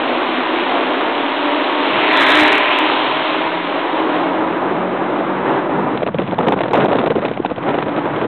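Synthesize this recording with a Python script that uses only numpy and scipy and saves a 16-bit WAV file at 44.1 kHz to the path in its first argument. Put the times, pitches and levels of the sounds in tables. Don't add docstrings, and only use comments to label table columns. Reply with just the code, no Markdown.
import sys
import numpy as np
from scipy import signal
from scipy.fft import rfft, irfft, next_fast_len
from scipy.io import wavfile
from scipy.ndimage import uniform_filter1d

SR = 44100
rng = np.random.default_rng(int(sys.argv[2]) if len(sys.argv) > 2 else 0)


def dump_mix(stems):
    frames = np.atleast_2d(stems).T
    limited = np.clip(frames, -1, 1)
    pcm = np.round(limited * 32767).astype(np.int16)
    wavfile.write(sys.argv[1], SR, pcm)


def ratio_of_db(decibels):
    return 10 ** (np.asarray(decibels, float) / 20)


N = 364707
T = np.arange(N) / SR

# (time [s], rate [Hz])
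PASSER_FIRING = [(.7, 277), (1.0, 281), (1.4, 292), (1.8, 301), (2.1, 313), (2.4, 307), (2.9, 309),
                 (3.4, 319), (4.7, 322)]
# (multiple of an eighth of the firing rate, level against the firing tone [dB])
PASSER_LINES = [(5, -29), (7, -14), (8, 0), (10, -10), (11, -12), (13, -14), (16, -4), (19, -14), (21, -13),
                (22, -11), (24, -5), (26, -7.5), (27, -11), (34, -13)]
# (alongside [s], level there [dB], held in the tube [dB], gain from behind [dB])
PASSER_TONE_PASS = (2.28, -21.5, -34, 0.5)
# (time [s], level [dB], half width [s])
PASSER_BEATS = [(1.4, 2, .15), (1.7, -3, .1), (1.95, -2, .06), (2.2, 2, .1), (2.45, 2, .08),
                (2.65, -5, .06), (2.85, 1, .1), (3.2, -4, .12), (3.46, 4, .06), (3.65, -4, .06),
                (3.95, 2, .2)]
# (time [s], level [dB], half width [s])
TAILPIPE_SWELLS = [
    (2.25, -2, .15),
    (2.6, 2, .1),
    (3.15, 6, .3),
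]


def overtaking_tone():
    tone_db = overtaking(*PASSER_TONE_PASS, lift_s=4.5, fade_db=30)
    tone_db = tone_db - 70 * np.maximum(1.0 - T, 0)
    tone_db = tone_db + bumps(PASSER_BEATS)
    return engine(PASSER_FIRING, tone_db, PASSER_LINES, upper_db=bumps(TAILPIPE_SWELLS))


# (frequency [Hz], level [dB])
RASP_COLOUR = [(90, -58), (150, -33), (240, -22), (310, -12.5), (440, -20), (610, -7.5), (800, -8),
               (1000, -4.5), (1400, -9.5), (2250, -9.5), (3000, -10.5), (3700, -14), (5000, -11.5)]
# (alongside [s], level there [dB], held in the tube [dB], gain from behind [dB])
PASSER_RASP_PASS = (2.26, -13.6, -25, 3.2)
# (time [s], level [dB], half width [s])
RASP_SWELLS = [
    (2.19, .4, .05),
    (2.36, .6, .05),
    (2.5, .6, .04),
    (2.62, -1.2, .06),
    (2.85, -.3, .06),
]


def overtaking_rasp(cycle):
    puffs = 1 + 0.18 * np.cos(8 * cycle) + 0.083 * np.cos(cycle) + 0.17 * np.cos(3 * cycle)
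    gas = colour(puffs * rng.standard_normal(N), RASP_COLOUR, flicker_db=.6)
    closest_s, sweep_s, leaving_s, ground_ms = 2.21, .2, .5, .54
    since = T - closest_s
    alongside = 1 / np.sqrt(1 + (since / np.where(since < 0, sweep_s, leaving_s)) ** 2)
    bounce = np.interp(T - ground_ms / 1000 * alongside, T, gas)
    share = .36 * alongside ** 2
    heard = (gas + share * bounce) / np.sqrt(1 + share ** 2)
    level_db = overtaking(*PASSER_RASP_PASS, lift_s=3.25, fade_db=13) + bumps(RASP_SWELLS) + 3.0
    return heard * ratio_of_db(level_db)


def overtaking(alongside_s, near_db, trapped_db, behind_db, lift_s, fade_db):
    gap_s = .2
    along = (T - alongside_s) / gap_s
    distance = np.hypot(1, along)
    direct = ratio_of_db(near_db + behind_db * along / distance) / distance
    return 10 * np.log10(direct ** 2 + ratio_of_db(trapped_db) ** 2) - fade_db * np.maximum(T - lift_s, 0)


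# (time [s], peak level [dB], ring [Hz])
EXHAUST_CRACKS = [
    (1.9898, -3, 1100),
    (2.6928, -6, 1100),
    (2.8998, 2, 1200),
]


def exhaust_cracks():
    return spikes(EXHAUST_CRACKS)


# (time [s], rate [Hz])
OWN_FIRING = [(2.9, 118), (3.1, 144), (3.25, 160), (3.4, 172), (4.1, 176), (4.5, 183), (5.3, 191),
              (6.1, 200)]
# (time [s], level [dB])
OWN_LEVEL = [(2.9, -50), (3.05, -45), (3.35, -45), (3.6, -43), (4.0, -45), (4.5, -39), (5.2, -32),
             (5.45, -41), (5.9, -35), (6.2, -50)]
# (multiple of an eighth of the firing rate, level [dB])
OWN_LINES = [(4, -25), (6, -16), (8, -2), (10, -5), (12, -6), (14, -1), (16, 2), (24, -4)]
# (time [s], level [dB])
OWN_UPPER = [(3.0, -7), (4.05, -6), (4.3, 1), (4.8, -3), (5.15, -4), (5.45, 5), (6.0, 1)]


def own_engine():
    level_db = curve(OWN_LEVEL, outside=-90)
    return engine(OWN_FIRING, level_db, OWN_LINES, resonance_db=7, upper_db=curve(OWN_UPPER))[0]


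# (time [s], rate [Hz])
FAR_FIRING = [(0, 247), (.4, 253), (1.0, 262), (1.8, 275), (2.4, 280)]
# (time [s], level [dB])
FAR_LEVEL = [(0, -42), (.2, -40), (.4, -36), (1.0, -36), (1.5, -35), (1.8, -31), (2.1, -35), (2.6, -50)]
# (multiple of an eighth of the firing rate, level [dB])
FAR_LINES = [(6, -16), (8, 0), (10, -1), (11, -6), (12, -6), (13, -8), (14, -9), (18, -6), (24, -8),
             (28, -8), (32, -8)]


def far_car():
    return engine(FAR_FIRING, curve(FAR_LEVEL, outside=-90), FAR_LINES, resonance_db=5)[0]


# (time [s], rate [Hz])
LATE_FIRING = [(7.2, 291), (8.27, 294)]
# (time [s], level [dB])
LATE_LEVEL = [(7.3, -50), (7.6, -31), (7.9, -29), (8.27, -29)]
# (multiple of an eighth of the firing rate, level [dB])
LATE_LINES = [(4, -11), (8, 0), (16, -14), (24, -16)]
# (time [s], level [dB])
WHINE_LEVEL = [(7.1, -70), (7.4, -50), (7.65, -44), (8.27, -46)]


def late_car():
    tone = engine(LATE_FIRING, curve(LATE_LEVEL, outside=-90), LATE_LINES)[0]
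    whine_hz = 2110
    return tone + ratio_of_db(curve(WHINE_LEVEL) + 2.5 * walk(6)) * np.sin(2 * np.pi * whine_hz * T)


def engine(firing, level_db, orders, resonance_db=0, upper_db=0):
    hz = curve(firing) / 8
    cycle = 2 * np.pi * np.cumsum(hz * (1 + .009 * walk(25))) / SR
    tone = 0
    for k, db in orders:
        pipe = np.exp(-((k * hz - 192) / 6) ** 2)
        branch = np.exp(-((k * hz - 240) / 20) ** 2)
        line_db = db + resonance_db * (pipe + branch) + (k > 8) * upper_db + 2.0 * walk(10)
        tone = tone - ratio_of_db(line_db) * np.cos(k * cycle + (k % 8) ** 2)
    return np.sqrt(2) * tone * ratio_of_db(level_db), cycle


# (time [s], peak level [dB], ring [Hz])
AIR_SLAPS = [(3.4627, -6, 940), (5.6951, -8, 610), (5.9536, -9, 520), (6.0331, -2, 560), (6.0666, -6, 610),
             (6.1463, -6, 510), (6.1944, -4, 440), (6.3337, -6, 580), (6.0215, -5, 600), (6.3885, 1.5, 850),
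             (6.4748, -4, 500), (6.4864, 1.5, 800), (6.5224, 2, 850), (6.6066, -3, 630), (6.6368, -8, 950),
             (6.7097, -9, 600), (6.7338, 2, 900), (6.7435, 1, 800), (6.7489, -1, 700), (6.7826, -2, 550),
             (6.8589, -4, 600), (6.9258, -3, 600), (6.5655, -9, 600), (6.9135, -4, 600), (6.752, -4, 450),
             (6.758, -3, 600), (6.8497, 0, 750), (6.885, -5, 640), (6.9318, -3, 670), (6.9534, 0, 550),
             (6.9865, -3, 1020), (7.0397, -3, 650), (7.074, -2.5, 600), (7.1081, -4, 480),
             (7.1669, -3, 390), (7.1834, -5, 520), (7.2509, -4, 540), (7.3136, -7, 470), (7.3754, -9, 660),
             (7.4017, -4, 360), (7.4494, .7, 800), (7.5158, -7, 480), (7.5825, -9, 590), (7.7456, -6, 550),
             (7.7879, -4, 740), (7.8257, -10, 960), (7.8844, -7, 610)]


def slaps():
    return spikes(AIR_SLAPS)


def spikes(events):
    out, t = np.zeros(N), np.arange(-300, 500) / SR
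    tip_db, tip_ms = -15, .12
    tip = ratio_of_db(tip_db) * np.exp(-(t * 1000 / tip_ms) ** 2)
    for start, db, hz in events:
        decay = np.exp(-np.abs(t) * hz * np.where(t < 0, 2.2, 1.1))
        shape = decay * np.cos(2 * np.pi * hz * t) + tip
        at = int(start * SR)
        out[at - 300:at + 500] += np.sign(rng.random() - .55) * ratio_of_db(db + .3) * shape
    return out


# (start [s], length [ms], level
# [dB], treble share [dB])
WIND_GUSTS = [(5.946, 10, -19, -24), (6.028, 8, -15.5, -15), (6.062, 18, -18.5, -17),
              (6.143, 10, -16.5, -18), (6.186, 14, -12.5, -17), (6.214, 12, -20.5, -21),
              (6.32, 18, -15.5, -19), (6.382, 13, -13.0, -19), (6.395, 19, -13.0, -17),
              (6.421, 14, -18.0, -15), (6.437, 21, -17.5, -18), (6.466, 14, -12.0, -16),
              (6.48, 20, -12.5, -13), (6.519, 21, -13.0, -15), (6.56, 18, -18.0, -18),
              (6.582, 14, -18.5, -16), (6.605, 12, -13.5, -12), (6.632, 12, -16.5, -13),
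              (6.65, 14, -19, -17), (6.706, 15, -16.5, -20), (6.73, 19, -10.5, -14),
              (6.768, 26, -12.5, -16), (6.796, 27, -14.5, -12), (6.835, 32, -12.0, -16),
              (6.88, 24, -15.5, -15), (6.91, 29, -13.0, -15), (6.949, 13, -12.0, -21),
              (6.982, 14, -13.5, -9), (7.0, 19, -16.5, -15), (7.034, 15, -14.5, -19),
              (7.064, 17, -13, -17), (7.1, 23, -12.5, -16), (7.153, 21, -14.5, -19),
              (7.178, 16, -16.0, -15), (7.246, 18, -14.0, -13), (7.276, 17, -20.0, -18),
              (7.311, 8, -19, -21), (7.396, 6, -18, -21), (7.447, 14, -17, -13), (7.51, 11, -15.0, -22),
              (7.577, 11, -19.5, -17), (7.674, 40, -18.0, -15), (7.741, 15, -16.0, -15),
              (7.778, 15, -15.0, -14), (7.819, 14, -18.0, -11), (7.86, 14, -17.5, -18),
              (7.879, 12, -16.5, -16), (7.966, 29, -16.0, -14), (8.055, 12, -20, -14),
              (8.213, 18, -17.5, -15),
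              (5.775, 30, -18, -20), (6.083, 9, -17.5, -19), (6.503, 10, -16.5, -17),
              (6.749, 13, -11.5, -11), (6.823, 12, -15, -14), (7.024, 7, -18, -22), (6.675, 14, -21, -16),
              (7.056, 8, -14, -17), (7.222, 17, -18, -21), (7.495, 12, -23, -17), (7.565, 6, -27, -22),
              (7.625, 20, -23, -9), (8.135, 12, -20, -16), (8.155, 10, -22, -8), (8.175, 12, -19, -16),
              (8.234, 22, -18, -13)]


def gusts():
    below = signal.butter(2, 1500, fs=SR, output="sos")
    above = signal.butter(2, 1300, "high", fs=SR, output="sos")
    low = signal.sosfiltfilt(below, eddies(900, spread_db=1.8, hiss=0.56))
    high = signal.sosfiltfilt(above, eddies(300, spread_db=2.1, hiss=.6))
    low = low / uniform_filter1d(low ** 2, size=250) ** .25
    body, edge = np.zeros(N), np.zeros(N)
    for start, ms, db, treble_db in WIND_GUSTS:
        inside = slice(int(start * SR), int((start + ms / 1000) * SR))
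        body[inside] = ratio_of_db(db) / np.std(low[inside])
        edge[inside] = ratio_of_db(db + treble_db - 2.5) / np.std(high[inside])
    body, edge = dying_away(body), dying_away(edge)
    for start, _, _ in AIR_SLAPS:
        body[int((start - .002) * SR):int((start + .003) * SR)] *= .15
    body = uniform_filter1d(body, int(.003 * SR))
    edge = uniform_filter1d(edge, int(.003 * SR))
    coarse = T[::300]
    throb_db = np.interp(T, coarse, rng.standard_normal(len(coarse)))
    crackle_db = -43 + .5 * bumps(WIND_LULLS) + 3.5 * walk(30)
    crackle = (T > 5.9) * ratio_of_db(crackle_db) * high / np.std(high)
    return (body * low + edge * high) * ratio_of_db(throb_db) + crackle


def dying_away(envelope):
    keep = np.exp(-1000 / 3 / SR)
    return np.maximum(envelope, signal.lfilter([1 - keep], [1, -keep], envelope))


# (frequency [Hz], level [dB])
GUST_COLOUR = [(24, -61.5), (60, -30), (130, -17.5), (230, -1.5), (460, -1.5), (800, -9), (1220, -11.5),
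               (1900, -19), (3500, -28.5), (5000, -30)]


def eddies(per_s, spread_db, hiss):
    timing, sign, size = rng.random((3, N))
    pops = (timing < per_s / SR) * np.sign(sign - .5) * ratio_of_db(-spread_db * np.log(size + 1e-9))
    return colour(unit(pops) + hiss * rng.standard_normal(N), GUST_COLOUR)


# (time [s], peak level [dB])
EDDY_SPITS = [(5.9747, -16), (6.031, -19), (6.064, -17), (6.0739, -18), (6.1438, -22), (6.1847, -13),
              (6.2176, -22), (6.276, -21), (6.3842, -18), (6.4476, -26), (6.471, -19), (6.483, -12),
              (6.5229, -13), (6.5888, -18), (6.6067, -15), (6.6347, -13), (6.6806, -22), (6.7085, -19),
              (6.7344, -10), (6.8083, -13), (6.857, -16), (6.31, -22), (6.342, -22), (6.8836, -18),
              (6.9185, -17), (6.9295, -14), (6.9549, -19), (6.9684, -18), (6.9859, -11), (7.0133, -19),
              (7.0382, -19), (7.0612, -16), (7.0712, -11), (7.1041, -15), (7.155, -21), (7.2168, -23),
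              (7.2508, -14), (7.2832, -20), (7.3136, -23), (7.3356, -25), (7.3735, -21), (7.4239, -25),
              (7.4478, -17), (7.4598, -14), (7.5007, -24), (7.5606, -26), (7.58, -24), (7.6893, -16),
              (7.7421, -20), (7.786, -16), (7.805, -22), (7.8245, -15), (7.9631, -20), (8.0564, -24),
              (8.2136, -19)]


def spits():
    rise_ms, fall_ms = .6, 2.5
    starts = np.zeros(N)
    for s, db in EDDY_SPITS:
        starts[int(s * SR)] = ratio_of_db(db - 1)
    band = signal.butter(1, [1100, 3000], "band", fs=SR, output="sos")
    bright = signal.sosfilt(band, rng.standard_normal(N))
    fading = signal.lfilter([1], [1, -np.exp(-1000 / fall_ms / SR)], starts)
    return uniform_filter1d(fading, size=int(rise_ms * SR / 1000)) * unit(bright)


# (time [s], level [dB])
WIND_PRESS = [(4.5, 3.5), (5.96, 2.5), (6.04, -6.5), (7.1, -7), (7.55, -8), (7.68, 1), (8.27, 0)]
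# (time [s], level [dB], half width [s])
WIND_LULLS = [(5.5, 4, .07), (5.683, -5, .008), (6.045, -4, .012), (6.25, -4, .025), (6.55, -8, .012),
              (6.875, -8, .008), (7.09, -4, .008), (7.41, -5, .01), (7.545, -5, .015), (6.22, 4, .015),
              (6.29, 5, .04), (6.1, -3, .06), (6.57, 4, .08), (6.755, 10, .012), (6.8, 9, .04),
              (7.23, 5, .02), (6.95, 8, .06), (7.36, 1, .04), (7.69, 3, .03), (7.85, -7, .04),
              (8.26, -4, .03)]


def pressed_down():
    return ratio_of_db(curve(WIND_PRESS) + bumps(WIND_LULLS))


# (time [s], level [dB])
BUFFET_LEVEL = [(0, -46), (1, -46), (3.4, -54), (3.9, -44), (4.75, -35), (5.5, -35), (5.75, -30),
                (7.0, -27.5), (7.5, -34), (8.27, -30)]
# (time [s], level [dB], half width [s])
CAR_WAKE = [
    (1.97, 14, .08),
    (2.85, 15, .07),
]


def buffet():
    band = signal.butter(2, [122, 225], "band", fs=SR, output="sos")
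    low = signal.sosfilt(band, rng.standard_normal(N))
    return unit(low) * ratio_of_db(curve(BUFFET_LEVEL) + bumps(CAR_WAKE) + 2.5 * walk(14))


# (time [s], level [dB])
TYRE_LEVEL = [(3.0, -50), (3.6, -33), (4.2, -34), (4.6, -44), (5.9, -46), (8.27, -46)]
# (frequency [Hz], level [dB])
TYRE_COLOUR = [(700, -20), (1500, 0), (2500, -3), (3800, -7), (5000, -8)]


def tyres():
    return colour(rng.standard_normal(N), TYRE_COLOUR) * ratio_of_db(curve(TYRE_LEVEL) + 1.5 * walk(20))


# (time [s], level [dB])
ROAR_LEVEL = [(0, -22.5), (.7, -21.5), (1.5, -25), (3.5, -26), (4.1, -21), (5, -22), (5.95, -22)]
# (frequency [Hz], level [dB])
ROAR_COLOUR = [(90, -49), (160, -33), (195, -23), (230, -17), (265, -2.5), (300, 1.5), (350, -0.5),
               (430, -6), (580, -4), (990, -5.5), (1500, -13.5), (2200, -20.5), (3500, -30.5), (5000, -33)]


def roar():
    noise = colour(rng.standard_normal(N), ROAR_COLOUR, flicker_db=.7)
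    return noise * ratio_of_db(curve(ROAR_LEVEL) + .8 * walk(20))


def tunnel(x):
    t60_s, t = 1.2, T[:int(SR * 1.5)]
    tail = rng.standard_normal(len(t)) * np.exp(-np.log(1000) * t / t60_s) * (t > .015)
    return signal.fftconvolve(x, tail / np.linalg.norm(tail))[:N]


def curve(rows, outside=None):
    return np.interp(T, *np.transpose(rows), left=outside, right=outside)


def bumps(rows):
    return sum(db * np.exp(-((T - s) / width) ** 2) for s, db, width in rows)


def unit(x):
    return x / np.sqrt(np.mean(x ** 2))


def walk(rate):
    held = np.repeat(rng.standard_normal(int(N / SR * 30) + 2), 8)
    slewed = uniform_filter1d(uniform_filter1d(held, size=8), size=8)
    return 1.3 * np.interp(T * min(rate, 30) * 8, np.arange(len(held)), slewed)


def colour(x, spectrum, flicker_db=0):
    size = next_fast_len(N)
    octave = np.log2(np.maximum(np.arange(size // 2 + 1) * SR / size, 1))
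    hz, db = np.transpose(spectrum)
    shaped = rfft(x, size) * ratio_of_db(np.interp(octave, np.log2(hz), db, right=-90))
    if not flicker_db:
        return unit(irfft(shaped, size)[:N])
    out = np.zeros(N)
    for centre in range(6, 14):
        band = np.clip(1 - np.abs(octave - centre), 0, 1)
        out += irfft(shaped * band, size)[:N] * ratio_of_db(flicker_db * walk(12))
    return unit(out)


def scene():
    passer, cycle = overtaking_tone()
    exhausts = passer + far_car() + own_engine()
    exhausts = ratio_of_db(-1.5) * (exhausts + ratio_of_db(-5) * tunnel(exhausts))
    road = (exhausts + roar() + tyres() + late_car()) * pressed_down()
    road = road + overtaking_rasp(cycle) + exhaust_cracks()
    wind = gusts() + slaps() + buffet() + spits()
    fade_out = np.minimum((T[-1] - T) / .006, 1)
    return (road + wind)[None] * fade_out


def low_pass(x):
    return signal.sosfilt(signal.butter(12, 15870, fs=SR, output="sos"), x)


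def record(dry):
    overload, ceiling, offset = 0.61, .705, -.003
    flat = np.clip(dry, -overload, overload)
    narrow = signal.sosfilt(signal.butter(13, 3830, fs=SR, output="sos"), flat)
    narrow = signal.sosfilt(signal.cheby2(10, 50, 4950, fs=SR, output="sos"), narrow)
    narrow = signal.sosfilt(signal.butter(2, 66, "high", fs=SR, output="sos"), narrow)
    shake = signal.sosfilt(signal.butter(4, 55, fs=SR, output="sos"), rng.standard_normal(N))
    narrow = narrow + ratio_of_db(-66) * unit(shake)
    mix = np.clip(narrow + offset, -ceiling, ceiling)
    return low_pass(mix)


dry = scene()
out = record(dry)
dump_mix(out)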